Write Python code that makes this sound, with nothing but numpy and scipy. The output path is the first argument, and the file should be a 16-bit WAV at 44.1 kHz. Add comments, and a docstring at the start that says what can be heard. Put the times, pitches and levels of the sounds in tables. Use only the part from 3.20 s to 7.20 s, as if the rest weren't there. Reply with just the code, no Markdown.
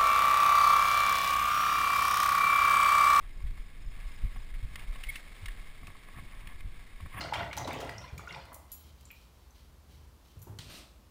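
"""Mountain bike in tall grass.

Heard from a camera in a case on the rider's chest. Blades swish and patter on the bike, stalks whip
against it, a part squeaks once. Tyres rumble, wind buffets the case, bumps make its mount knock and a
cricket chirps. The recorder holds each sample of a low rate, mirroring it all into a thin, glassy treble.
"""
import sys
import numpy as np
from scipy import signal
from scipy.fft import rfft, irfft
from scipy.io import wavfile
from scipy.ndimage import uniform_filter1d

SR = 44100
rng = np.random.default_rng(int(sys.argv[2]) if len(sys.argv) > 2 else 0)


def store_pcm(level_fs):
    """Save levels as 16-bit WAV."""
    pcm = np.round(np.clip(level_fs, -1, 1) * 32767).astype(np.int16)
    wavfile.write(sys.argv[1], SR, np.atleast_2d(pcm).T)


N = 176400
TIME = np.arange(N) / SR
BINS_HZ = np.arange(N // 2 + 1) * SR / N


def from_db(db):
    """Decibels to gain."""
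    return 10 ** (np.asarray(db) / 20)


def unit_rms(x):
    """Scale to rms 1."""
    return x / np.sqrt(np.mean(x ** 2) + 1e-20)


def envelope(curve):
    """Gain from (time [s], level [dB]) points."""
    return from_db(np.interp(TIME, *np.transpose(curve)))


def coloured(x, colour):
    """Filter by (frequency [Hz], gain [dB]) points; rms 1."""
    hz, db = np.transpose(colour)
    gain = from_db(np.interp(np.log(np.maximum(BINS_HZ, 1)), np.log(hz), db))
    return unit_rms(irfft(rfft(x) * gain, N))


def noise(colour):
    """Coloured noise; rms 1."""
    return coloured(rng.standard_normal(N), colour)


def evened(x, span_s):
    """Flatten level swings slower than the span; rms 1."""
    size = max(int(span_s * SR), 1)
    power = uniform_filter1d(uniform_filter1d(x ** 2, size), size)
    return unit_rms(x / np.sqrt(np.abs(power) + 1e-6))


def drift(rate_hz):
    """Smooth random wander; rms 1."""
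    return unit_rms(irfft(rfft(rng.standard_normal(N)) / (1 + (BINS_HZ / rate_hz) ** 2), N))


def swell(peak_s, rise_s, fall_s):
    """Asymmetric bell envelope."""
    return np.exp(-((TIME - peak_s) / np.where(TIME < peak_s, rise_s, fall_s)) ** 2)


def resonance(x, hz, width_hz):
    """Two-pole band-pass, unity peak gain."""
    return signal.lfilter(*signal.iirpeak(hz, hz / width_hz, fs=SR), x)


def thumps(events, colour):
    """Noise swells at (time [s], level [dB], half length [s])."""
    swells = sum(from_db(db) * swell(s, half_s, half_s) for s, db, half_s in events)
    return evened(noise(colour), span_s=0.016) * swells


def rustle(colour, ticks_per_s=900, spread_db=3, patter_db=-5, flutter_db=1.5):
    """Random ticks of contact over a fluttering hiss of sliding."""
    sizes = from_db(spread_db * np.minimum(rng.exponential(1, N), 4)) * rng.choice([-1, 1], N)
    ticks = unit_rms(sizes * (rng.random(N) < ticks_per_s / SR))
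    flutter = drift(rate_hz=35)
    flutter -= uniform_filter1d(flutter, int(0.089 * SR))
    friction = rng.standard_normal(N) + from_db(patter_db) * ticks
    return coloured(friction, colour) * from_db(flutter_db * flutter)


# Rough ground: (time [s], level [dB], half length [s])
BUMPS = [(2.637, -45, .014), (2.69, -50, 0.024), (2.97, -49, .025), (3.03, -50.5, 0.049),
         (3.862, -44, 0.015), (3.98, -44, 0.036)]
# Thud and rolling spectra: (frequency [Hz], gain [dB])
BUMP_COLOUR = [(25, -16), (90, 8), (140, -5), (220, -8), (350, -23), (700, -33), (2000, -52)]
ROLL_COLOUR = [(30, -4), (100, 0.5), (200, -5), (320, -9), (600, -15), (2000, -36)]
def tyres(roll_db=-61):
    """Steady rolling rumble, with thuds on rough ground."""
    return from_db(roll_db) * noise(ROLL_COLOUR) + thumps(BUMPS, BUMP_COLOUR)


# Airflow: (time [s], level [dB])
WIND_LEVEL = [(0, -42.5), (.2, -38.5), (.4, -39), (.52, -46.5), (.62, -39), (.95, -41), (1.2, -39.5),
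              (1.6, -42), (1.8, -39.5), (2.02, -47.5), (2.2, -47), (2.42, -40.5), (2.6, -47), (2.85, -50),
              (3.1, -44.5), (3.35, -41.5), (3.57, -41), (3.66, -51), (3.78, -42.5), (4, -51)]
# Buffets: (time [s], push level [dB], edge level [dB])
BUFFETS = [(0.251, -28.5, -40.5), (0.313, -30.5, -48), (0.389, -37, -64), (0.676, -29.5, -47),
           (.87, -33.5, -56), (1.051, -26, -32), (1.17, -32, -48), (1.362, -30, -48), (1.441, -31.5, -36.5),
           (1.694, -30, -47), (1.882, -35, -46.5), (2.239, -44, -40), (2.291, -34.5, -70),
           (3.461, -35, -40.5), (3.837, -42.5, -38.5)]
# Airflow, push and edge spectra: (frequency [Hz], gain [dB])
WIND_COLOUR = [(12, -3), (22, 2.5), (32, -0.5), (50, -16.5), (80, -19), (120, -27), (200, -33),
               (320, -43.5), (600, -58), (2000, -85)]
PUSH_COLOUR = [(12, -10), (22, 3), (32, 6), (45, -6.5), (65, -25.5), (110, -28), (400, -88)]
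EDGE_COLOUR = [(25, -19.5), (60, 3), (100, -3.5), (140, -21), (220, -24.5), (400, -59), (1000, -77)]
def wind(push_half_s=0.023, edge_half_s=0.017):
    """Air flutters on the case; each buffet is a deep push with a shorter, sharper edge."""
    pushes = thumps([(s, db, push_half_s) for s, db, _ in BUFFETS], PUSH_COLOUR)
    edges = thumps([(s, db, edge_half_s) for s, _, db in BUFFETS], EDGE_COLOUR)
    airflow = envelope(WIND_LEVEL) * evened(noise(WIND_COLOUR), span_s=0.066)
    return airflow + pushes + edges


# Chirps: (time [s], level [dB])
CHIRPS = [(.125, -67), (.375, -66.5), (.615, -63), (.87, -61), (1.135, -64)]
def cricket(start_hz=5320, nominal_sag_hz_per_s=19000, stroke_s=0.022, period_s=0.041):
    """Three wing strokes per chirp, each a whistle falling at its own rate."""
    out = np.zeros(N)
    for s, db in CHIRPS:
        for stroke in range(3):
            age = np.clip(TIME - s - stroke * period_s, 0, stroke_s)
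            sag = nominal_sag_hz_per_s * rng.uniform(0.87, 1.38)
            cycles = start_hz * age - sag * age ** 2 / 2
            out += from_db(db) * np.sin(np.pi * age / stroke_s) * np.sin(2 * np.pi * cycles)
    return out


# Jolts: (time [s], relative level [dB])
KNOCKS = [(.204, -51), (.376, -46.5), (1.16, -41), (1.756, -44), (2.285, -51.5), (2.632, -46.5),
          (2.68, -43), (2.702, -45.5), (2.752, -44.5), (2.887, -45), (2.986, -46.5), (3.802, -44.5),
          (3.86, -40.5)]
# Mount modes: (frequency [Hz], relative level [dB], decay [s])
MOUNT_MODES = [(207, -3.5, 0.0091), (720, -9.5, 0.0053), (930, -10, 0.0034), (1104, -5.5, 0.0048),
               (1350, -14, 0.0037), (1683, -15, 0.0041), (2140, -8.5, 0.0056)]
# Grit spectrum: (frequency [Hz], gain [dB])
GRIT_COLOUR = [(100, -2), (450, -12.5), (900, 3), (1400, -8), (2200, 0), (3200, -17), (6000, -34)]
def mount_knocks(grit_db=-3, grit_decay_s=0.0036, spread_db=1):
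    """Each jolt rings the plastic mount briefly, under a puff of grit."""
    grit = evened(noise(GRIT_COLOUR), span_s=0.003)
    out = np.zeros(N)
    for s, db in KNOCKS:
        age = np.maximum(TIME - s, 0)
        knock = from_db(grit_db) * grit * (age > 0) * np.exp(-age / grit_decay_s)
        for k, (hz, mode_db, decay_s) in enumerate(MOUNT_MODES):
            gain = (-1) ** k * from_db(mode_db + spread_db * rng.standard_normal())
            knock += gain * np.exp(-age / decay_s) * np.sin(2 * np.pi * hz * age)
        out += from_db(db) * knock
    return out


# Squeak partials: (pitch multiple, relative level [dB])
SQUEAK_PARTIALS = [(1, 0.5), (1.5, -17.5)]
# Scrape spectrum: (frequency [Hz], gain [dB])
SCRAPE_COLOUR = [(600, -36), (1500, -12), (2150, 11.5), (2700, -8), (3700, -3), (6000, -13)]
def squeak(start_s=1.886, pitch_hz=2182, wobble=0.0054, note_db=-32, scrape_db=-49.5):
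    """A rubbing bike part scrapes, and sings one short note as it catches."""
    corners_s = start_s + np.cumsum([0, 0.0062, 0.011, 0.003])  # rise, hold, fall
    hz = pitch_hz * (1 + wobble * drift(rate_hz=134))
    phase = 2 * np.pi * np.cumsum(hz) / SR
    tone = sum(from_db(db) * np.sin(multiple * phase) for multiple, db in SQUEAK_PARTIALS)
    note = np.interp(TIME, corners_s, [0, 1, 1, 0]) * tone
    scrape = swell(peak_s=1.94, rise_s=0.11, fall_s=0.081) * rustle(SCRAPE_COLOUR)
    return from_db(note_db) * note + from_db(scrape_db) * scrape


# Brushing: (time [s], relative level [dB])
GRASS_LEVEL = [(0, -59), (.28, -57), (.7, -58), (.82, -54), (1.0, -54), (1.3, -56), (1.52, -55),
               (1.79, -51.5), (1.93, -53), (2.02, -53.5), (2.3, -52.5), (2.6, -55.5), (2.85, -55.5),
               (3.18, -55), (3.45, -57.5), (3.58, -55.5), (3.72, -57), (3.9, -54.5)]
# Passing tufts: (peak time [s], relative level [dB], rise [s], fall [s])
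TUFTS = [(0.031, -56, 0.01, 0.053), (.80, -58.5, 0.086, 0.082), (1.61, -53, 0.048, 0.023),
         (2.885, -55, 0.011, 0.011), (2.986, -49, 0.043, .018), (3.151, -55, 0.066, 0.053),
         (3.305, -52.5, 0.075, 0.047), (3.975, -39.5, 0.041, 0.059)]
# Blade and tuft spectra: (frequency [Hz], gain [dB])
GRASS_COLOUR = [(150, -17), (400, -7.5), (850, -6.5), (1150, -5.5), (1420, -8.5), (1700, -3), (2300, 0.5),
                (2600, -3.5), (3600, -8), (4400, -10.5), (5400, -11), (6000, -18.5)]
TUFT_COLOUR = [(150, 15), (450, -7.5), (750, 4.5), (1150, 8), (1450, -1), (1800, 8.5), (2500, 4.5),
               (3500, -4), (4400, -48), (6000, -30)]
def grass():
    """Blades brush the bike steadily; thick tufts add duller sweeps."""
    sweeps = sum(from_db(db) * swell(s, rise_s, fall_s) for s, db, rise_s, fall_s in TUFTS)
    return envelope(GRASS_LEVEL) * rustle(GRASS_COLOUR) + sweeps * rustle(TUFT_COLOUR)


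# Stalk hits: (time [s], relative level [dB], pitch [Hz], length [s], snap re crack [dB])
STRIKES = [(0.738, -51.5, 1660, 0.0076, -18), (0.987, -49, 2150, .004, -16),
           (1.169, -53, 1750, 0.0073, -22), (1.34, -45.5, 2160, 0.0042, -21),
           (1.556, -32, 1895, 0.0047, -5), (1.593, -39.5, 2200, 0.0055, -20), (1.603, -50, 3700, .006, 1),
           (1.62, -50, 1780, .006, -18), (1.759, -43, 2570, .004, -16), (1.836, -35.5, 2750, 0.0073, -7),
           (1.956, -32, 2810, 0.0069, -6), (2.257, -36.5, 2110, 0.007, 0),
           (2.282, -38.5, 1890, 0.0082, -14), (2.669, -41, 2550, 0.0064, -5),
           (3.272, -36, 2500, 0.0034, -14), (3.406, -42, 2110, 0.004, -20), (3.806, -46, 2230, 0.0038, -14),
           (3.86, -50, 1820, 0.0025, -16)]
# Crack and snap spectra: (frequency [Hz], gain [dB])
CRACK_COLOUR = [(200, 7), (700, -68), (1100, -0.5), (1400, -5), (1800, 4.5), (2200, -3.5), (2800, 10.5),
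                (3400, -4), (4400, -8), (5400, -12), (6000, -8)]
SNAP_COLOUR = [(1000, -28), (2800, -12), (3800, 5), (4500, 0.5), (5400, 3), (6000, -10)]
def stalk_strikes(attack_s=0.0017, ring_db=-1.5, tail_db=-14, tail_decay_s=0.014):
    """Stalks whip the bike: a pitched crack, a bright snap and a short scraping tail."""
    crack = evened(noise(CRACK_COLOUR), span_s=0.002)
    snap = evened(noise(SNAP_COLOUR), span_s=0.0014)
    out = np.zeros(N)
    for s, db, hz, length_s, snap_db in STRIKES:
        age = np.maximum(TIME - s, 0)
        ring = evened(resonance(rng.standard_normal(N), hz, width_hz=180), span_s=0.0059)
        pitched_crack = crack + from_db(ring_db) * ring
        hit = np.minimum(age / attack_s, 1) * np.exp(-(age / length_s) ** 2)
        tail = (age > 0) * from_db(tail_db) * np.exp(-age / tail_decay_s)
        out += from_db(db) * ((hit + tail) * pitched_crack + hit * from_db(snap_db) * snap)
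    return out


# Case resonances: (frequency [Hz], width [Hz], gain [dB])
CASE_RESONANCES = [(706, 75, 1.5), (1107, 66, 7), (1305, 97, 4), (1670, 140, 4.5), (2087, 52, 5),
                   (2187, 61, 5), (2850, 36, -1.5), (2800, 110, -1), (3313, 32, 6.5), (3692, 136, 6),
                   (4393, 25, 4)]
def camera_case(x):
    """The case colours sound with narrow peaks and shallow dips."""
    for hz, width_hz, db in CASE_RESONANCES:
        x = x + (from_db(db) - 1) * resonance(x, hz, width_hz)
    return x


def scene():
    """Mono mix; grass, strikes and knocks pass through the case."""
    contacts = grass() + from_db(-3) * stalk_strikes() + mount_knocks()
    return (from_db(-4) * camera_case(contacts) + squeak() + cricket() + wind() + tyres())[None]


RECORDER_HZ, CUTOFF_HZ = 12000, 15500
def record(dry):
    """Low-rate sample-and-hold mirrors the spectrum upward; a low-pass cuts the top."""
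    sampled = signal.resample_poly(dry, RECORDER_HZ, SR, axis=1, window=("kaiser", 8))
    held = signal.resample_poly(np.repeat(sampled, 8, axis=1), SR, 8 * RECORDER_HZ, axis=1)
    return signal.sosfilt(signal.ellip(12, .2, 80, CUTOFF_HZ, fs=SR, output="sos"), held)


dry = scene()
out = record(dry)
store_pcm(out)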